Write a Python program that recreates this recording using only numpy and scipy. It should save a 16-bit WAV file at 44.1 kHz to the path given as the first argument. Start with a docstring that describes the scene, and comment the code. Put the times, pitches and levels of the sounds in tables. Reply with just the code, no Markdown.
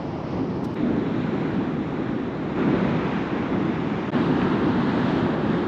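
"""Surf heard from three spots on a rocky shore, one after the other, by a muffled microphone in the wind.
From the start a lumpy low roar of wind and breakers, slowly wandering noise, lies under the wash of foam,
noise whose bands rise and fall with the waves. Late at the first spot short bright hisses pass.
The surf drops out for an instant at each change of spot; at the second a new breaker recolours the foam.
Soon after the move to the third spot water slaps on rock, a few cycles of a decaying-edged tone."""
import sys
import numpy as np
from scipy import signal
from scipy.io import wavfile
from scipy.ndimage import uniform_filter1d

SR = 44100
rng = np.random.default_rng(int(sys.argv[2]) if len(sys.argv) > 2 else 0)


def rack_gain(trim_db):
    """Turn a fader trim in dB into the linear factor to multiply a signal by."""
    fader = np.asarray(trim_db, float)
    return 10 ** (fader / 20)


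def output_pcm(signal):
    """Save a mono or channel-first signal as 16-bit PCM at the path in sys.argv[1].

    Samples are clipped to [-1, 1] before scaling.
    """
    pcm = np.clip(np.atleast_2d(signal).T, -1, 1) * 32767
    wavfile.write(sys.argv[1], SR, np.round(pcm).astype(np.int16))


N = 250050  # samples

# course of the surf, one table a spot: (time [s], wash of foam [dB], lift of the treble [dB],
# low roar [dB], lift of the narrow band at the foam's upper edge [dB], lift of the low middle [dB])
SURF_COURSES = [
    [(0.0, -39, 0.5, -29, 1, 1), (0.26, -37, -1.5, -30, 0, -0.5), (0.34, -36, 0, -25, 0, 1.5),
     (0.44, -38.5, 0, -25.5, 1, 0.5), (0.55, -38.5, -1.5, -26, 1, 1), (0.75, -40, 0.5, -28, 0, -2.5)],
    [(0.76, -37.5, -0.5, -27, 4, 0), (0.86, -38, 1, -22.5, 1, 4), (1.02, -37.5, -0.2, -24, 3, 3),
     (1.2, -37.5, 1.5, -25.5, 1.5, 0.5), (1.4, -36, -0.2, -25, 2, 1.5), (1.55, -36, 0, -24.5, 0, 1),
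     (1.8, -38.5, 0, -26, -1.5, 0), (2.1, -37.5, -0.5, -25.5, 0.5, 0.5), (2.3, -38.5, -1.5, -28.5, 1, 0.5),
     (2.45, -37.5, -1, -26.5, 0.5, 1), (2.54, -36.5, -0.7, -27.5, 0.5, 2),
     (2.59, -32, -1.5, -21.5, -1.5, 0.5), (2.8, -32, -1, -21.5, 2.5, 3), (3.0, -32, -0.5, -22.5, 0, 0.5),
     (3.2, -33.5, 1, -25.5, -2, -2.5), (3.55, -34.5, -0.5, -24, -1.5, 1.5), (3.8, -36, 2, -24.5, -2.5, 0),
     (4.1, -36.5, 2.5, -27.5, -5, 1)],
    [(4.12, -31.5, 2, -22.5, -1, 2.5), (4.22, -31, 1, -21, 1, -1.5), (4.33, -32, 0.5, -21, 0.5, -2.5),
     (4.405, -31.5, 1.5, -20, -2, -1), (4.425, -28, -2, -19.5, 0, -2.5), (4.47, -29, -3, -21.5, 0, -1),
     (4.7, -31, -1, -21.5, 1, -1), (4.9, -31, 0, -22.5, 1.5, -1.5), (5.12, -31.5, 3, -21.5, 0, 4),
     (5.25, -32, 0.5, -21, 0.5, 3), (5.38, -32.5, -2, -24, -0.5, 6.5),
     (5.55, -32.5, 0.5, -21.5, -0.5, -0.5), (5.67, -34, -0.8, -24, 0, -2)],
]
# colour of the foam, one table a spot: (frequency [Hz], density [dB per Hz])
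FOAM_COLOURS = [
    [(300, -22.5), (450, -3), (600, 0), (850, -1), (1200, -7), (1600, -15), (2300, -17.5), (3000, -20.5),
     (3600, -26), (4300, -27), (5200, -27.5), (5800, -33.5), (7000, -44), (8000, -51.5), (9500, -65),
     (11500, -74.5)],
    [(300, -22), (450, -1.5), (850, -1.5), (1200, -4.5), (1600, -7.5), (2300, -12.5), (2700, -16.5),
     (3100, -19.5), (3450, -19), (3850, -21), (4200, -26.5), (4600, -31.5), (5500, -34), (6300, -38.5),
     (7200, -41), (8000, -51), (9500, -62), (11500, -76.5)],
    [(300, -26), (450, -2), (850, 1), (1200, -2.5), (1600, -4.5), (1900, -8.5), (2200, -13.5), (3300, -16),
     (3800, -18.5), (4500, -25.5), (5500, -34.5), (7000, -40), (8000, -47), (9500, -59), (11500, -79)],
]
# colour of the distant low roar: (frequency [Hz], density [dB per Hz])
ROAR_COLOUR = [(10, -62), (22, -42), (50, -20), (100, -10), (165, -2.5), (260, -0.5), (370, -5.5),
               (560, -19.5), (730, -42), (1200, -100)]
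# extra rumble below the roar's hump, one value a spot: (level [dB])
DEEP_RUMBLE = [4, 0, -0.5]
# changes of spot: (time the surf stops [s], silence [s], fade-in [s], fade-out before the stop [s])
SPOT_CHANGES = [(.7535, .0003, .002, .016), (4.1053, .0103, .015, .005)]
# how far each band of foam follows the wash: (frequency [Hz], slope [dB per dB])
WASH_FOLLOWING = [(700, 0.82), (2300, 1.28), (4000, 0.96), (7500, 0.8)]
# how much of the treble lift each band takes: (frequency [Hz], share [0-1])
TREBLE_SHARE = [(1400, 0.15), (3200, 0.95), (6300, 0.8)]
# narrow band at the foam's upper edge: (frequency [Hz], share of its lift [0-1])
UPPER_EDGE_SHARE = [(3500, 0), (4000, 0.99), (4250, 0.97), (4700, 0.06)]
# low middle of the foam: (frequency [Hz], share of its lift [0-1])
LOW_MIDDLE_SHARE = [(350, 0.99), (620, 0.95), (850, 0)]
# presence of the new breaker at the second spot: (time [s], share [0-1])
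BREAKER_COURSE = [(2.2, 0), (3.3, 0.5), (4.11, 0.5), (4.112, 0)]
# what that breaker does to the foam's colour at full share: (frequency [Hz], lift [dB])
BREAKER_TINT = [(1200, 0.5), (1700, -1.5), (2300, 0.5), (2800, 1.5), (3500, -2), (4700, 2.5), (5500, 0),
                (6200, 1), (8000, -4.5)]
# bright hisses: (time of the peak [s], rms at the peak [dB], rise [s], fall [s])
HISS_EVENTS = [(.6475, -45.5, .005, .007), (.72, -69.5, .06, .03), (.743, -54.5, .0025, .005)]
# colour of the hisses: (frequency [Hz], density [dB per Hz])
HISS_COLOUR = [(1500, -20), (2600, 3), (5000, 3), (8500, -9), (12000, -12), (15200, -12), (16500, -30)]
# slaps of water on rock: (time [s], peak [dB], pitch [Hz])
SLAP_EVENTS = [(4.417, -21.5, 2500)]


def evened(x):
    """Scales to rms 1."""
    return x / np.sqrt(np.mean(x ** 2) + 1e-20)


def read(points, hz):
    """Reads a spectrum on a log-frequency axis."""
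    f, value = np.transpose(points)
    return np.interp(np.log(hz + 1), np.log(f + 1), value)


def drift(shape, bins, frames):
    """Smooth random field over frequency and time, rms 1."""
    field = uniform_filter1d(rng.standard_normal(shape[::-1]).T, bins, 0)
    for _ in range(2):
        field = uniform_filter1d(field, frames, 1)
    return evened(field)


def noise(field_db, size):
    """Random short-time spectra of the given magnitude (bins x frames), frames a quarter size apart."""
    a, b = rng.standard_normal(field_db.shape[::-1] + (2,)).T
    spectra = a + 1j * b
    white = signal.istft(spectra, nperseg=size)[1]
    white_rms = np.sqrt(np.sum(white ** 2) / a.shape[1] / (size // 2))
    sound = signal.istft(spectra * rack_gain(field_db), nperseg=size, noverlap=3 * size // 4)[1]
    return sound * np.sqrt(2) / white_rms


def steady_noise(colour_db, size):
    """Noise of one unchanging colour, N samples long."""
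    return noise(np.repeat(colour_db[:, None], 4 * N // size + 5, 1), size)[:N]


def levelled(db, hz, low_hz, high_hz):
    """Shifts a spectrum so that the band low-high of noise made from it has rms 1."""
    band = (hz >= low_hz) & (hz <= high_hz)
    return db - 10 * np.log10(np.sum(rack_gain(db[band]) ** 2) / len(hz))


def frame_times(size):
    """Times in seconds of noise frames a quarter size apart."""
    return np.arange(4 * N // size + 5) * size / (4 * SR)


def roar(course, deep_db):
    """Wind and breakers: a low hump of noise whose level follows the course and wanders in gusts."""
    size, gusty_db = 4096, 0.45
    hz, t = np.fft.rfftfreq(size, 1 / SR), frame_times(512)
    hump_db = read(ROAR_COLOUR, hz) + deep_db * read([(90, 0.98), (200, 0.02)], hz)
    s, _, _, roar_db, _, _ = np.transpose(course)
    gusts_db = np.interp(t, s, roar_db) + gusty_db * drift((1, len(t)), bins=1, frames=14)[0]
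    return evened(steady_noise(hump_db, size)) * rack_gain(np.interp(np.arange(N) / SR, t, gusts_db))


def foam(course, colour):
    """Wash of bursting bubbles: noise whose bands each follow the wave, with patches and shared flicker."""
    size, patchy_db, splashy_db = 512, 0.5, 0.18
    hz, t = np.fft.rfftfreq(size, 1 / SR), frame_times(size)
    s, *columns = np.transpose(course)
    wash_db, lift_db, _, edge_db, middle_db = (np.interp(t, s, c) for c in columns)
    usual_db = np.mean(columns[0])
    foam_db = levelled(read(colour, hz), hz, 660, 2000)[:, None] + usual_db
    foam_db = foam_db + read(WASH_FOLLOWING, hz)[:, None] * (wash_db - usual_db)  # middle moves most
    foam_db += read(TREBLE_SHARE, hz)[:, None] * lift_db  # small bubbles come and go more than large ones
    foam_db += read(UPPER_EDGE_SHARE, hz)[:, None] * edge_db
    foam_db += read(LOW_MIDDLE_SHARE, hz)[:, None] * middle_db
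    foam_db += read(BREAKER_TINT, hz)[:, None] * np.interp(t, *np.transpose(BREAKER_COURSE))
    foam_db += patchy_db * drift(foam_db.shape, bins=8, frames=8)  # patches of bursting bubbles
    foam_db += splashy_db * drift((1, len(t)), bins=1, frames=12)  # splashes stir all bands at once
    return noise(foam_db, size)[:N]


def hisses():
    """Brief wide puffs of noise, each with an exponential rise and fall."""
    size, t = 256, np.arange(N) / SR
    hiss = steady_noise(read(HISS_COLOUR, np.fft.rfftfreq(size, 1 / SR)), size)
    shape = np.zeros(N)
    for s, db, rise, fall in HISS_EVENTS:
        shape += rack_gain(db) * np.exp(np.minimum((t - s) / rise, (s - t) / fall))
    return evened(hiss) * shape


def slaps():
    """A few cycles of a tone in a smooth swell, as a pocket of air is struck."""
    out, t = np.zeros(N), np.arange(0, 0.0013, 1 / SR)
    for s, db, hz in SLAP_EVENTS:
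        slap = rack_gain(db) * np.hanning(len(t)) * np.sin(2 * np.pi * hz * t)
        out[round(s * SR):][:len(t)] += slap
    return out


def presence(start, stop):
    """Gain of one spot: in after the change that starts it, out into the change that stops it."""
    t = np.arange(N) / SR
    since = t - start[0] - start[1]
    left = stop[0] - t
    # the steep second factors open and shut the sound within a fraction of a millisecond
    fade_in = np.clip(.25 + .75 * (since / start[2]) ** 2, 0, 1) * np.clip(since / .0002, 0, 1)
    fade_out = np.clip(.3 + .7 * left / stop[3], 0, 1) * np.clip(left / .0003, 0, 1)
    return fade_in * fade_out


def scene():
    """The surf at the three spots in turn, with the hisses and slaps over it."""
    out = hisses() + slaps()
    starts = [(-1.2, 0, 1, 1)] + SPOT_CHANGES  # first spot is already fully in
    stops = SPOT_CHANGES + [(1 + N / SR, 0, 1, 1)]  # last spot never fades out
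    for course, colour, deep_db, start, stop in zip(SURF_COURSES, FOAM_COLOURS, DEEP_RUMBLE, starts, stops):
        out += (roar(course, deep_db) + foam(course, colour)) * presence(start, stop)
    return out[None]


def band_limit(x):
    """A steep low-pass at the top of the band."""
    return signal.sosfilt(signal.butter(12, 15800, fs=SR, output="sos"), x)


def record(dry):
    """At the microphone a quick limiter eases the peaks of the roar and faint electronic hiss joins."""
    ceiling = 0.35  # low-band rms at which the gain has eased by 3 dB
    floor_db = -115  # rms of the electronic hiss
    dull = signal.sosfiltfilt(signal.butter(2, 500, fs=SR, output="sos"), dry)
    roar_power = uniform_filter1d(dull ** 2, 200)
    rounded = dry / np.sqrt(1 + roar_power / ceiling ** 2)
    hissed = rounded + rack_gain(floor_db) * rng.standard_normal(dry.shape)
    return band_limit(hissed)


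dry = scene()
out = record(dry)
output_pcm(out)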